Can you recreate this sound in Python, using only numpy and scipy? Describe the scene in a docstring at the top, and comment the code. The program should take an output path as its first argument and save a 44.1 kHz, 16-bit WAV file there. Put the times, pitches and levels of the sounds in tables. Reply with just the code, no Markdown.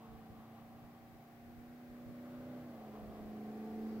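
"""A V8 truck pulls steadily down a gravel road far across a grassy field and shifts up at 2.7 s. Its periodic
exhaust pulses give a firing tone with harmonics; uneven cylinders add weaker orders between them, which the
exhaust resonances shape. The tones waver in the moving air, and the tyres roar faintly. Close by, a breeze
rustles the grass and buffets the microphones, over a thin high hiss."""
import sys
import numpy as np
from scipy import signal
from scipy.fft import rfft, irfft
from scipy.io import wavfile

SR = 44100
rng = np.random.default_rng(int(sys.argv[2]) if len(sys.argv) > 2 else 0)


def unload_audio(sound):
    """Save the sound as a 16-bit wav file, at the path given as the first command line argument."""
    columns = np.transpose(np.atleast_2d(sound))
    # keep every value between -1 and 1, then stretch to whole-number steps
    steps = np.round(np.clip(columns, -1, 1) * 32767)
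    wavfile.write(sys.argv[1], SR, steps.astype(np.int16))


N = 176400

CYLINDERS = 8
FLUTTER_HZ = 18.2  # bandwidth of the tones' fast fluctuation in moving air
# engine speed: (time [s], firing rate [Hz])
FIRING_RATE = [(0, 226), (.4, 225), (.9, 236.5), (1.3, 235), (1.8, 243.4), (2.1, 242), (2.5, 249.5),
               (2.68, 243), (2.8, 223), (2.9, 214.3), (3.08, 215), (3.4, 215), (3.8, 220.4), (4, 219)]


def from_db(db):
    """Amplitude ratio: tenfold for every 20 dB."""
    return 10 ** (np.asarray(db) / 20)


def unit_rms(x):
    """Normalisation to a mean square of 1."""
    return x / np.sqrt(np.mean(x ** 2) + 1e-20)


def curve(rows):
    """Linear interpolation of (time [s], value) rows at every sample."""
    return np.interp(np.arange(N) / SR, *np.transpose(rows))


def drift(corner_hz):
    """Slow random fluctuation: white noise through a two-pole low-pass; rms 1."""
    step, settle = 40, 2000  # samples per step, steps for the filter to settle
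    pole = np.exp(-2 * np.pi * corner_hz * step / SR)
    white = rng.standard_normal(N // step + settle + 2)
    slow = signal.lfilter([1], [1, -2 * pole, pole * pole], white)[settle:]
    return np.interp(np.arange(N) / step, np.arange(len(slow)), unit_rms(slow))


def resonance(hz, centre_hz, width_hz):
    """Band-pass response: 1 at the centre, falling steeply with detuning."""
    detuning = (hz ** 2 - centre_hz ** 2) / (hz * width_hz + 1e-9)
    return 1 / np.sqrt(1 + detuning ** 4)


def band_noise(centre_hz, width_hz):
    """A resonance excited by white noise; rms 1."""
    hz = np.arange(N // 2 + 1) * SR / N
    return unit_rms(irfft(rfft(rng.standard_normal(N)) * resonance(hz, centre_hz, width_hz), N))


def stereo_noise(spectrum, correlation):
    """Partly coherent coloured noise: in-phase and antiphase parts set the correlation; rms 1."""
    hz, db = np.transpose(spectrum)
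    bins = np.arange(N // 2 + 1) * SR / N + 1e-9
    gain = from_db(np.interp(np.log(bins), np.log(hz), db)) * np.minimum(bins / hz[0], 1) ** 2
    mid, side = irfft(rfft(rng.standard_normal((2, N))) * gain, N)
    return unit_rms(np.sqrt(1 + correlation) * mid + np.sqrt(1 - correlation) * side * [[1], [-1]])


def scattered_tone(phase, scatter_rms=0.26, shift_s=2.83, shift_half_s=0.15, shift_share=0.78):
    """Scattering in moving air turns some of a tone's power to flutter; the gear change breaks it up."""
    gear_change = np.exp(-((np.arange(N) / SR - shift_s) / shift_half_s) ** 2)
    share = np.clip(scatter_rms ** 2 + shift_share * gear_change, 0, 1)
    phase = phase + rng.uniform(0, 2 * np.pi)
    direct = np.sin(phase)
    flutter = drift(FLUTTER_HZ) * direct + drift(FLUTTER_HZ) * np.cos(phase)
    return np.sqrt(2 * (1 - share)) * direct + np.sqrt(share) * flutter


def firing_tone(waver_db=0.7):
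    """Periodic exhaust pulses radiate a harmonic series on the firing rate."""
    # harmonics 1 to 4, each: (time [s], level [dB])
    fundamental = [(0, -58.5), (.65, -57), (1.05, -62.5), (1.33, -63), (1.47, -56.5), (1.68, -56.5),
                   (2.2, -51), (2.6, -50.5), (2.82, -54.5), (2.97, -52), (3.13, -54), (3.36, -47.5),
                   (3.6, -48), (3.85, -43.5), (4, -44)]
    second = [(0, -67), (.3, -69.5), (.55, -85.5), (1.7, -80), (2.1, -71.5), (2.55, -65.5), (2.75, -69),
              (2.95, -61), (3.2, -63.5), (3.5, -59), (3.8, -54), (4, -57)]
    third = [(0, -77), (1.1, -75.5), (1.3, -68), (1.8, -70.5), (2.3, -73), (2.7, -88), (2.95, -61),
             (3.35, -68.5), (3.6, -76), (4, -69)]
    fourth = [(0, -92), (2.7, -89), (3.05, -77), (3.35, -82), (3.65, -68.5), (4, -75)]
    phase = 2 * np.pi * np.cumsum(curve(FIRING_RATE)) / SR
    tone = np.sqrt(2) * from_db(curve(fundamental) + waver_db * drift(FLUTTER_HZ)) * np.sin(phase)
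    for k, level in enumerate([second, third, fourth], 2):
        tone += from_db(curve(level)) * scattered_tone(k * phase)
    return tone


def exhaust(waver_db=1.5, waver_hz=2.2):
    """Source and filter: exhaust resonances shape the orders of uneven cylinders and the rushing gas."""
    # orders: (multiple of the cycle rate, relative level [dB])
    orders = [(3, -4), (4, -2.5), (5, -1.5), (6, -4.5), (7, -1), (9, -2), (10, 4.5), (11, 2.5), (12, -5.5),
              (13, -5.5), (14, -7.5), (15, -4.5), (17, -8), (18, 0.5), (19, 3), (20, -6), (21, -4.5),
              (22, -0.5), (23, -4.5), (25, -9.5), (26, 0.5), (27, -1), (28, -1.5), (29, -6), (30, -4.5)]
    # strength of each resonance: (time [s], level [dB])
    low = [(0, -68), (.55, -64.5), (1.1, -68.5), (1.7, -68.5), (2.5, -61), (2.9, -68), (3.4, -65), (4, -69)]
    body = [(0, -75.5), (.5, -74.5), (1.2, -76.5), (1.9, -72), (2.5, -67), (2.8, -68.5), (3.1, -65),
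            (3.5, -62), (3.85, -59.5), (4, -60)]
    mid = [(0, -78), (.7, -76.5), (1.6, -81.5), (2.05, -70), (2.5, -64), (2.7, -68.5), (2.95, -65.5),
           (3.4, -75), (4, -76)]
    upper = [(0, -68.5), (.45, -71), (.7, -67.5), (1.1, -71.5), (1.4, -72), (2.3, -80), (2.6, -68),
             (2.9, -66), (3.15, -68), (3.45, -63.5), (4, -68.5)]
    # resonances: (centre [Hz], width [Hz], relative gas noise [dB], level curve)
    modes = [(139.3, 103, -3, low), (366, 157, 1.5, body), (590, 110, -4.5, mid), (734, 117, -3, upper)]
    modes = [(hz, width, gas_db, from_db(curve(level))) for hz, width, gas_db, level in modes]
    cycle_hz = curve(FIRING_RATE) / CYLINDERS
    phase = 2 * np.pi * np.cumsum(cycle_hz) / SR
    tones = np.zeros(N)
    for k, db in orders:
        power = sum((gain * resonance(k * cycle_hz, hz, width)) ** 2 for hz, width, _, gain in modes)
        tones += np.sqrt(power) * from_db(db + waver_db * drift(waver_hz)) * scattered_tone(k * phase)
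    gas = sum(gain * from_db(gas_db) * band_noise(hz, width) for hz, width, gas_db, gain in modes)
    return tones + gas


def rasp(centre_hz=1486, width_hz=290, orders_db=-12.5):
    """Noise and crowded high engine orders share one band and beat into a faint roughness."""
    # the rasp: (time [s], level [dB])
    level = [(0, -94), (1.1, -89), (1.7, -78.5), (2.2, -81), (2.38, -74), (2.65, -77), (3.1, -87),
             (3.5, -80), (4, -78.5)]
    cycle_hz = curve(FIRING_RATE) / CYLINDERS
    phase = 2 * np.pi * np.cumsum(cycle_hz) / SR
    orders = sum(resonance(k * cycle_hz, centre_hz, width_hz) * scattered_tone(k * phase)
                 for k in range(42, 62))
    return from_db(curve(level)) * (band_noise(centre_hz, width_hz) + from_db(orders_db) * orders)


def tyres(waver_db=1.56, waver_hz=8):
    """Rolling noise: countless gravel impacts merge at a distance into a soft roar."""
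    # the roar: (time [s], level [dB])
    level = [(0, -65), (.35, -65.5), (1.05, -69.5), (1.6, -72), (2.17, -68.5), (2.3, -65), (2.65, -64.5),
             (2.83, -63.5), (3.17, -64.5), (3.35, -67), (4, -65)]
    # its spectrum: (frequency [Hz], relative density [dB])
    spectrum = [(200, 1.5), (500, -6.5), (800, 2), (930, -1.5), (1130, 4), (1400, -7.5), (2000, -20),
                (3000, -14), (6000, -30)]
    return from_db(curve(level) + waver_db * drift(waver_hz)) * stereo_noise(spectrum, correlation=0.91)


def grass(rustle_db=-68.5, hiss_db=-70, hiss_follows=0.65):
    """Flow noise: grass rustles all round, and a swish rises as the breeze freshens. Beside it lies the
    microphones' own thin high hiss, which rises a little over the same slow swell."""
    # strength of the breeze: (time [s], relative level [dB])
    breeze = [(0, -1), (1.3, -0.2), (2, 1), (2.5, 2.2), (3.05, 1), (3.7, 3.5), (4, 3)]
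    # spectra: (frequency [Hz], relative density [dB])
    rustle_spectrum = [(300, 4), (900, -5.5), (1900, 0), (3000, -10), (4500, -12.5), (7000, -18),
                       (10000, -25.5), (16000, -32)]
    hiss_spectrum = [(1000, -11), (5000, -27), (8000, -14), (10000, -12.5), (12000, -6.5), (14000, -4),
                     (16000, -1)]
    # the swish: (time [s], level [dB])
    swish_level = [(0, -98), (3.3, -86), (3.75, -85), (3.9, -76), (4, -78)]
    breeze_db = curve(breeze)
    rustle = from_db(rustle_db + breeze_db) * stereo_noise(rustle_spectrum, correlation=0.013)
    hiss = from_db(hiss_db + hiss_follows * breeze_db) * stereo_noise(hiss_spectrum, correlation=0)
    swish = np.array([band_noise(centre_hz=4750, width_hz=1100) for _ in range(2)])
    return rustle + hiss + from_db(curve(swish_level)) * swish


def buffeting(base_db=-71.5, waver_db=5, waver_hz=8.6, pan_right_db=1.4):
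    """Turbulent pressure on the microphones makes a lumpy rumble; the gusts add in power."""
    # the rumble: (frequency [Hz], relative density [dB])
    spectrum = [(18, -10.5), (45, 0), (80, 0.5), (150, -6), (280, -12), (450, -13.5), (900, -48.5)]
    # gusts: (time [s], half length [s], level [dB])
    gusts = [(.15, 0.047, -57.5), (0.847, 0.041, -64), (1.5, 0.069, -62), (1.597, 0.027, -56.5),
             (1.908, .025, -62), (2.094, 0.025, -54.5), (3.068, 0.05, -54.5), (3.25, 0.065, -56),
             (3.853, .13, -60.5)]
    t = np.arange(N) / SR
    power = from_db(base_db + waver_db * drift(waver_hz)) ** 2
    for peak_s, half_s, db in gusts:
        power += from_db(db) ** 2 * np.exp(-((t - peak_s) / half_s) ** 2)
    rumble = np.sqrt(power) * stereo_noise(spectrum, correlation=0.18)
    return rumble * from_db([[-pan_right_db], [pan_right_db]])


def arrival_delay(x, lag_samples=3):
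    """Path difference: the road lies to the right, so its sound reaches the left microphone later."""
    n = np.arange(N)
    return np.array([np.interp(n - lag_samples, n, x[0]), x[1]])


def microphones(x):
    """Unequal frequency responses colour the two channels a little differently."""
    # left over right: (frequency [Hz], level difference [dB])
    imbalance = [(200, -0.95), (600, -.8), (1000, 1), (1250, 4.5), (1700, 3), (2300, 5), (2900, -0.3),
                 (5000, -1.2), (8000, .2), (15000, 0)]
    hz, db = np.transpose(imbalance)
    bins = np.arange(N + 1) * SR / (2 * N) + 1e-9
    gain = from_db(np.interp(np.log(bins), np.log(hz), db) / 2)
    mirrored = np.hstack([x, x[:, ::-1]])  # keeps the end from wrapping into the start
    return irfft(rfft(mirrored) * [gain, 1 / gain], 2 * N)[:, :N]


def scene():
    """Superposition of the far truck and the wind close by."""
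    truck = firing_tone() + exhaust() + rasp() + tyres()
    return microphones(arrival_delay(truck) + grass()) + buffeting()


def record(dry):
    """Band limiting: an elliptic low-pass cuts the top steeply."""
    cutoff_hz = 15750
    return signal.sosfilt(signal.ellip(12, .1, 70, cutoff_hz, fs=SR, output="sos"), dry)


dry = scene()
out = record(dry)
unload_audio(out)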